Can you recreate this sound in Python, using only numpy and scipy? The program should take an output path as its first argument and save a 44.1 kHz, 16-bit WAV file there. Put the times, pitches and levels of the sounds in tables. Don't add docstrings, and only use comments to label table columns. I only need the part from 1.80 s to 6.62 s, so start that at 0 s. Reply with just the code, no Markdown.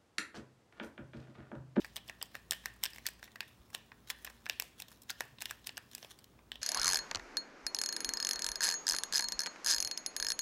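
import sys
import numpy as np
from scipy import signal
from scipy.fft import rfft, irfft, next_fast_len
from scipy.io import wavfile
from scipy.ndimage import uniform_filter1d, map_coordinates

SR = 44100
rng = np.random.default_rng(int(sys.argv[2]) if len(sys.argv) > 2 else 0)


def digitize_waveform(pressure):
    field = np.atleast_2d(pressure).T
    bounded = np.clip(field, -1, 1)
    quanta = np.round(bounded * 32767).astype(np.int16)
    wavfile.write(sys.argv[1], SR, quanta)


def field_ratio(decibels):
    return 10 ** (np.asarray(decibels, dtype=float) / 20)


N = 212383

# start_s, level_db, pitch_hz (of the panel), brightness_db
SNAPS = [(0.0464, -37, 1850, -7.5), (0.1658, -32.5, 3160, -0.5), (0.2965, -35.5, 1720, -9.5),
         (0.4266, -30.5, 5300, 3), (0.5526, -34.5, 1740, -6), (0.7099, -25.5, 3090, 7.5),
         (0.7208, -32, 1740, 3), (0.858, -29, 1770, -0.5), (1.0373, -25.5, 3130, 6.5),
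         (1.055, -30.5, 2780, 0), (1.0607, -31, 5470, -17), (1.2662, -26, 6050, 2.5),
         (1.6062, -29, 2650, -7.5), (1.9485, -30.5, 2820, 0.6), (2.3018, -31, 1870, 0.5),
         (2.6647, -34, 1710, -21), (2.6976, -23.5, 2730, -7.5), (2.7991, -29, 2490, 7.5),
         (2.8223, -35.5, 6240, 2.5), (3.297, -33.5, 3940, -8), (3.4068, -28, 1734, -1.5),
         (3.6154, -42, 3980, -1), (3.621, -37.5, 2640, 8), (3.6566, -31.5, 2870, -3.5),
         (3.7097, -34, 1680, 2.7), (3.871, -32, 5360, 1), (3.8924, -35.5, 2740, -31),
         (3.9774, -35, 1650, 0.5), (4.1502, -35, 5900, 5.5), (4.718, -31.5, 3300, -13)]
# centre_hz, width_hz, level_db
SACHET = [(1664, 340, 5.5), (2650, 450, 2), (3460, 740, -2.5), (4700, 275, 3.5), (5300, 680, 3),
          (7880, 460, -0.5), (9600, 680, -15), (14900, 1400, 0), (14600, 1400, 1.5)]


def unit(x):
    return x / np.sqrt(np.mean(np.abs(x) ** 2, axis=-1, keepdims=True) + 1e-20)


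def along(points, hz):
    f, v = np.transpose(points)
    return np.interp(np.log(hz + 1), np.log(f + 1), v)


def mode(f, hz, width_hz):
    return 1j * f * width_hz / (hz * hz - f * f + 1j * f * width_hz)


def body(f, modes):
    top_q = 8
    total = 0
    for k, (hz, width_hz, db) in enumerate(modes):
        total = total + (-1) ** k * field_ratio(db) * mode(f, hz, max(width_hz, hz / top_q))
    return total


def filtered(x, response):
    m = next_fast_len(x.shape[-1] + 4096)
    spectrum = rfft(x, m) * response(np.fft.rfftfreq(m, 1 / SR))
    return irfft(spectrum, m)[..., :x.shape[-1]]


def background():
    # centre_hz, level_db (per Hz)
    air_colour = [(15, -37), (25, -23), (84, -4.5), (170, -10), (249, -5.5), (317, -8.5), (363, -9),
                  (531, -13.5), (863, -16.5), (1040, -14.5), (1700, -22), (14800, -34.5), (16000, -23)]
    # centre_hz, width_hz, level_db (rms)
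    orders = [(56.9, 1.04, -70.5), (116.2, 16, -72), (181.4, 0.9, -79.5), (227, 8.2, -77)]
    air = field_ratio(-66) * unit(filtered(rng.standard_normal(N), lambda f: field_ratio(along(air_colour, f))))
    hum = 0
    for hz, width_hz, db in orders:
        hum = hum + field_ratio(db) * unit(filtered(rng.standard_normal(N), lambda f: mode(f, hz, width_hz)))
    return air + hum


def leftover():
    level_db, t60_s = -59, 0.44
    wash = unit(filtered(rng.standard_normal(N), lambda f: body(f, SACHET) * mode(f, 3500, 3700) ** 2))
    return field_ratio(level_db - 60 * np.arange(N) / SR / t60_s) * wash


def bumps():
    # peak_s, pitch_hz, level_db
    pushes = [
        (1.81, 60.4, -54),
        (2.742, 69.4, -60),
        (3.534, 131, -55),
    ]
    t = np.arange(N) / SR
    total = 0
    for s, hz, db in pushes:
        swell = field_ratio(db - 11 * ((t - s) / 0.014) ** 2)
        total = total + swell * np.sin(2 * np.pi * hz * (t - s))
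    return total


def patchy(x, patchy_db):
    z = signal.stft(x, nperseg=256)[2]
    field = uniform_filter1d(rng.standard_normal(z.shape), size=5, axis=0)
    field = uniform_filter1d(field, size=9, axis=1)
    return signal.istft(z * field_ratio(patchy_db * field / field.std()), nperseg=256)[1][:len(x)]


def rustle():
    # time_s, level_db
    sliding = [(0.0, -45), (0.3, -77), (0.7, -74), (0.95, -66), (1.23, -64), (1.76, -57), (2.12, -64.5),
               (2.51, -57.5), (2.76, -57), (2.9, -65), (3.3, -67.5), (4.21, -56), (4.46, -62.5),
               (4.82, -90)]
    # peak_s, level_db, fall_ms (for 9 dB)
    finger_slips = [(0.164, -53, 11.5), (0.29, -64, 36), (0.42, -62, 23), (0.551, -59, 36),
                    (0.745, -60, 52), (0.862, -60.5, 30), (1.042, -49, 16.5), (1.159, -60, 34),
                    (1.269, -45, 15.5), (1.443, -51, 10.5), (1.519, -59, 5), (1.682, -62, 5),
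                    (1.947, -49, 10.5), (2.28, -57.5, 9), (2.305, -36.5, 6.5), (2.424, -67, 72),
                    (2.451, -42, 2), (2.72, -71, 38), (2.84, -59.5, 44), (2.999, -51.5, 14.5),
                    (3.121, -63, 43), (3.303, -41.5, 10.5), (3.404, -61.5, 48), (3.62, -40.5, 6.5),
                    (3.662, -65, 49), (3.705, -61, 24), (3.872, -40, 6.5), (4.134, -55.5, 13),
                    (4.227, -59, 50), (4.31, -44.5, 5.5), (4.443, -56, 1.5)]
    grit_db, clump_db = 6, 4.5
    rise_over_fall = 0.62
    t = np.arange(N) / SR
    level = field_ratio(np.interp(t, *np.transpose(sliding)) - 16)
    flares = [(s, db - 18 + 0.58 * bright_db, 0.95, 4.2) for s, db, hz, bright_db in SNAPS]
    flares += [(s, db, rise_over_fall * ms, ms) for s, db, ms in finger_slips]
    for s, db, rise_ms, fall_ms in flares:
        near = slice(max(round((s - .2) * SR), 0), round((s + .2) * SR))
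        ms = 1000 * (t[near] - s)
        level[near] += field_ratio(db - 9 * np.where(ms < 0, -ms / rise_ms, ms / fall_ms))
    clumps = map_coordinates(rng.standard_normal(N // 60 + 4), [np.arange(N) / 60])
    slips = rng.standard_normal(N) * field_ratio(grit_db * rng.standard_normal(N) + clump_db * clumps)

    def foil_response(f):
        return (body(f, SACHET) + 1.7 + 2.2 * mode(f, 3220, 1800)) * mode(f, 3950, 22000) ** 2

    return level * unit(filtered(patchy(slips, patchy_db=2.5), foil_response))


def creases():
    # start_s, level_db, pitch_hz, brightness_db
    small_folds = [(0.0178, -48.5, 3200, -17), (0.1596, -38.5, 5700, 0), (0.1721, -42, 3400, -3),
                   (0.2875, -43, 3400, -15), (0.4144, -34.5, 3020, -40), (0.7325, -35, 2720, -1),
                   (1.0324, -39.5, 2210, 3), (1.0443, -39.5, 1700, 11), (1.1336, -43.5, 5300, -5),
                   (1.1601, -46.5, 2200, 2), (1.1833, -42, 2120, -4), (1.2567, -37, 1880, -35),
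                   (1.2722, -36.5, 5250, -30), (1.2868, -41, 1810, 6), (1.4282, -40.5, 1770, -10),
                   (1.5575, -41, 1810, -7), (2.1182, -44.5, 1600, -69), (2.4473, -41.5, 1800, 10),
                   (2.4738, -38.5, 1710, -54), (2.6577, -43, 2760, -3), (3.0011, -41.5, 2550, 7),
                   (3.021, -37.5, 3780, 1), (3.304, -37.5, 4640, 5), (3.311, -38, 5270, -11),
                   (3.6062, -43, 3930, 0), (3.7018, -46, 2650, 2), (3.9703, -36.5, 5300, -11),
                   (4.2279, -43, 4440, -18), (4.2464, -44, 2730, -9), (4.7561, -40.5, 3370, -11)]
    # start_s, level_db, pitch_hz, brightness_db
    faint_ticks = [(0.051, -46, 1740, -22), (0.064, -60, 5500, 9.5), (0.1772, -47.5, 2380, -22),
                   (0.2787, -48, 5300, 2), (0.5452, -47, 1700, -25), (0.8392, -53, 1820, -10),
                   (1.2512, -56, 2020, -30), (1.3939, -57, 1850, -5), (1.4766, -51.5, 1900, -19),
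                   (1.6273, -47, 1880, -33), (1.9023, -59, 1830, 6), (1.9303, -54, 1640, 2),
                   (1.1463, -56, 2080, 6), (2.4653, -44, 2440, -5), (2.4988, -48, 1760, 0),
                   (2.6887, -54, 2650, 9), (2.7291, -48, 2940, -17), (3.0825, -50.5, 3700, 2),
                   (3.116, -53, 1720, 4), (3.2186, -58.5, 3900, 14.5), (3.2332, -58, 3920, 8),
                   (3.3988, -52, 6740, -5), (3.5844, -47, 3700, -55), (3.6947, -43, 3460, -17),
                   (3.8426, -51, 3770, -7), (4.1134, -52.5, 4030, 3), (4.1799, -48, 2720, 4),
                   (4.3885, -51.5, 5570, 2), (4.441, -68, 4400, 13.5), (4.5894, -58, 2400, -33)]
    snap_ms, fold_ms, tick_ms = 0.75, 1.24, 2.8
    main = np.repeat(SNAPS, 4, axis=0)
    luck = rng.random((len(main), 3))
    late_s = -np.log(1 - luck[:, 0]) * 0.038 + .004
    after_s = np.minimum(main[:, 0] + late_s, N / SR)
    after_db = main[:, 1] - 32.5 - 61 * late_s + 8 * (luck[:, 1] - .5)
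    after_hz = main[:, 2] * 2 ** (luck[:, 2] - .5)
    after = np.transpose([after_s, after_db, after_hz, 7 + main[:, -1] / 2])
    kinds = [(SNAPS, snap_ms), (small_folds, fold_ms), (faint_ticks, tick_ms), (after, tick_ms)]
    rows = np.vstack([np.insert(np.asarray(table, float), 4, ms, axis=1) for table, ms in kinds])
    scatter_db = -0.5 * rng.standard_normal(len(rows))
    shorter_db = 0.58 * np.clip(rows[:, 1] + 32, 0, None)
    rows[:, -1] *= field_ratio(scatter_db - shorter_db)
    return rows


def snaps(rows, panel_db, even=False):
    # centre_hz, width_hz, level_db
    cup_air = [(680, 583, 5), (1057, 460, 7)]
    # time_s, thud_change_db
    landings = [(0.1721, 8.5), (0.2966, -0.5), (0.4264, 10), (1.0443, -5), (1.2567, -26), (1.2661, -8),
                (2.7989, -1), (2.8225, 13.5), (3.304, 6.5), (1.9492, 5), (3.4069, 7), (3.621, 3),
                (3.6562, -2.5), (4.2279, 11), (4.2464, 9), (4.5894, 7)]
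    grain, panel_q = 512, 3.2
    s, db, hz, bright_db, ms = rows.T[:, :, None]

    thud_db = -7.5 - 0.33 * np.clip(db + 45.5, -9, None) - 6 * np.log2(hz / 1750)
    thud_db = thud_db + sum(change_db * (np.abs(s - when) < .0025) for when, change_db in landings)

    if even:
        push = np.zeros((len(s), grain))
        push[:, 0] = 1
    else:
        u = np.arange(grain) / SR / (np.clip(ms, .3, 7) / 1000)
        jerks = rng.standard_normal((len(s), grain)) * field_ratio(4.77 * rng.standard_normal((len(s), grain)))
        push = jerks * (1 - np.exp(-u / 0.19)) * np.exp(-(u / 0.97) ** 0.86)

    panel = unit(filtered(push, lambda f: mode(f, hz, hz / panel_q) ** 2))
    soft_hz = 8500 * field_ratio(0.08 * bright_db)
    blunt = filtered(push, lambda f: mode(f, 0.5 * soft_hz, soft_hz) ** 2)

    def pouch_response(f):
        lean = 0.6 + mode(f, hz, 1.5 * hz)
        return (body(f, SACHET) + 0.04) * mode(f, 2510, 10400) ** 3 * lean

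    pouch = unit(filtered(blunt, pouch_response))
    crisp = unit(filtered(push, lambda f: (body(f, SACHET) + 0.19) * mode(f, 12000, 18500) ** 3))
    thud = unit(filtered(push, lambda f: body(f, cup_air) * mode(f, 550, 2100)))

    panel_gain = field_ratio(panel_db - 4 * np.clip(np.log2(hz / 3300), 0, None))
    ring = unit(panel_gain * panel + 0.77 * pouch)
    shape = ring + field_ratio(bright_db - 4.5) * crisp + field_ratio(thud_db) * thud
    size = field_ratio(db - 9.5) * np.clip(ms, 1, 7) ** 0.089
    at = np.round((s - .0004) * SR).astype(int) + np.arange(grain)
    return np.bincount(at.ravel(), (size * shape).ravel(), N + grain)[:N]


def room(x):
    # centre_hz, t60_s
    decay = [(500, 0.25), (1800, 0.38), (4000, 0.48), (8000, 0.5), (15000, 0.25)]
    # centre_hz, level_db
    wall_colour = [(400, 6.5), (1800, 0), (3500, -4), (7000, -10), (15000, -10)]
    # centre_hz, width_hz, level_db
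    hollows = [(1850, 105, 1), (2950, 900, -1.5)]
    out, step = np.zeros(N + SR), SR // 10
    for start in range(0, N, step):
        hz, t, z = signal.stft(rng.standard_normal(SR // 2), SR, nperseg=128)
        fade = field_ratio(-60 * t / along(decay, hz)[:, None] + along(wall_colour, hz)[:, None])
        early = 1 + 11.2 * field_ratio(-60 * t / 0.03)
        tail = signal.istft(z * fade * early, SR, nperseg=128)[1]
        age_s = np.arange(len(tail)) / SR
        tail *= np.where(age_s < .009, field_ratio(-9), 1) * (age_s > .0015)
        wet = signal.fftconvolve(x[start:start + step], tail / np.linalg.norm(tail))
        out[start:][:len(wet)] += wet[:len(out) - start]
    return filtered(out[:N], lambda f: 1 + sum(field_ratio(db) * mode(f, hz, w) for hz, w, db in hollows))


def scene():
    rows, slips = creases(), rustle()
    front = snaps(rows, panel_db=0.5)
    around = snaps(rows, panel_db=-1.5, even=True)
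    walls = field_ratio(-15.5) * room(around + slips)
    return (front + slips + walls + leftover() + bumps() + background())[None]


def top_gate(x):
    low = filtered(x, lambda f: 1 / (1 + (f / 15900) ** 220))
    top = filtered(x - low, lambda f: 1 / (1 + (f / 16400) ** 60))
    power = np.abs(uniform_filter1d(top ** 2, size=128))
    return low + top * power / (power + field_ratio(-58) ** 2)


def low_pass(x):
    return signal.sosfilt(signal.butter(12, 17000, fs=SR, output="sos"), x)


def record(dry):
    mix = top_gate(dry)
    return low_pass(mix)


dry = scene()
out = record(dry)
digitize_waveform(out)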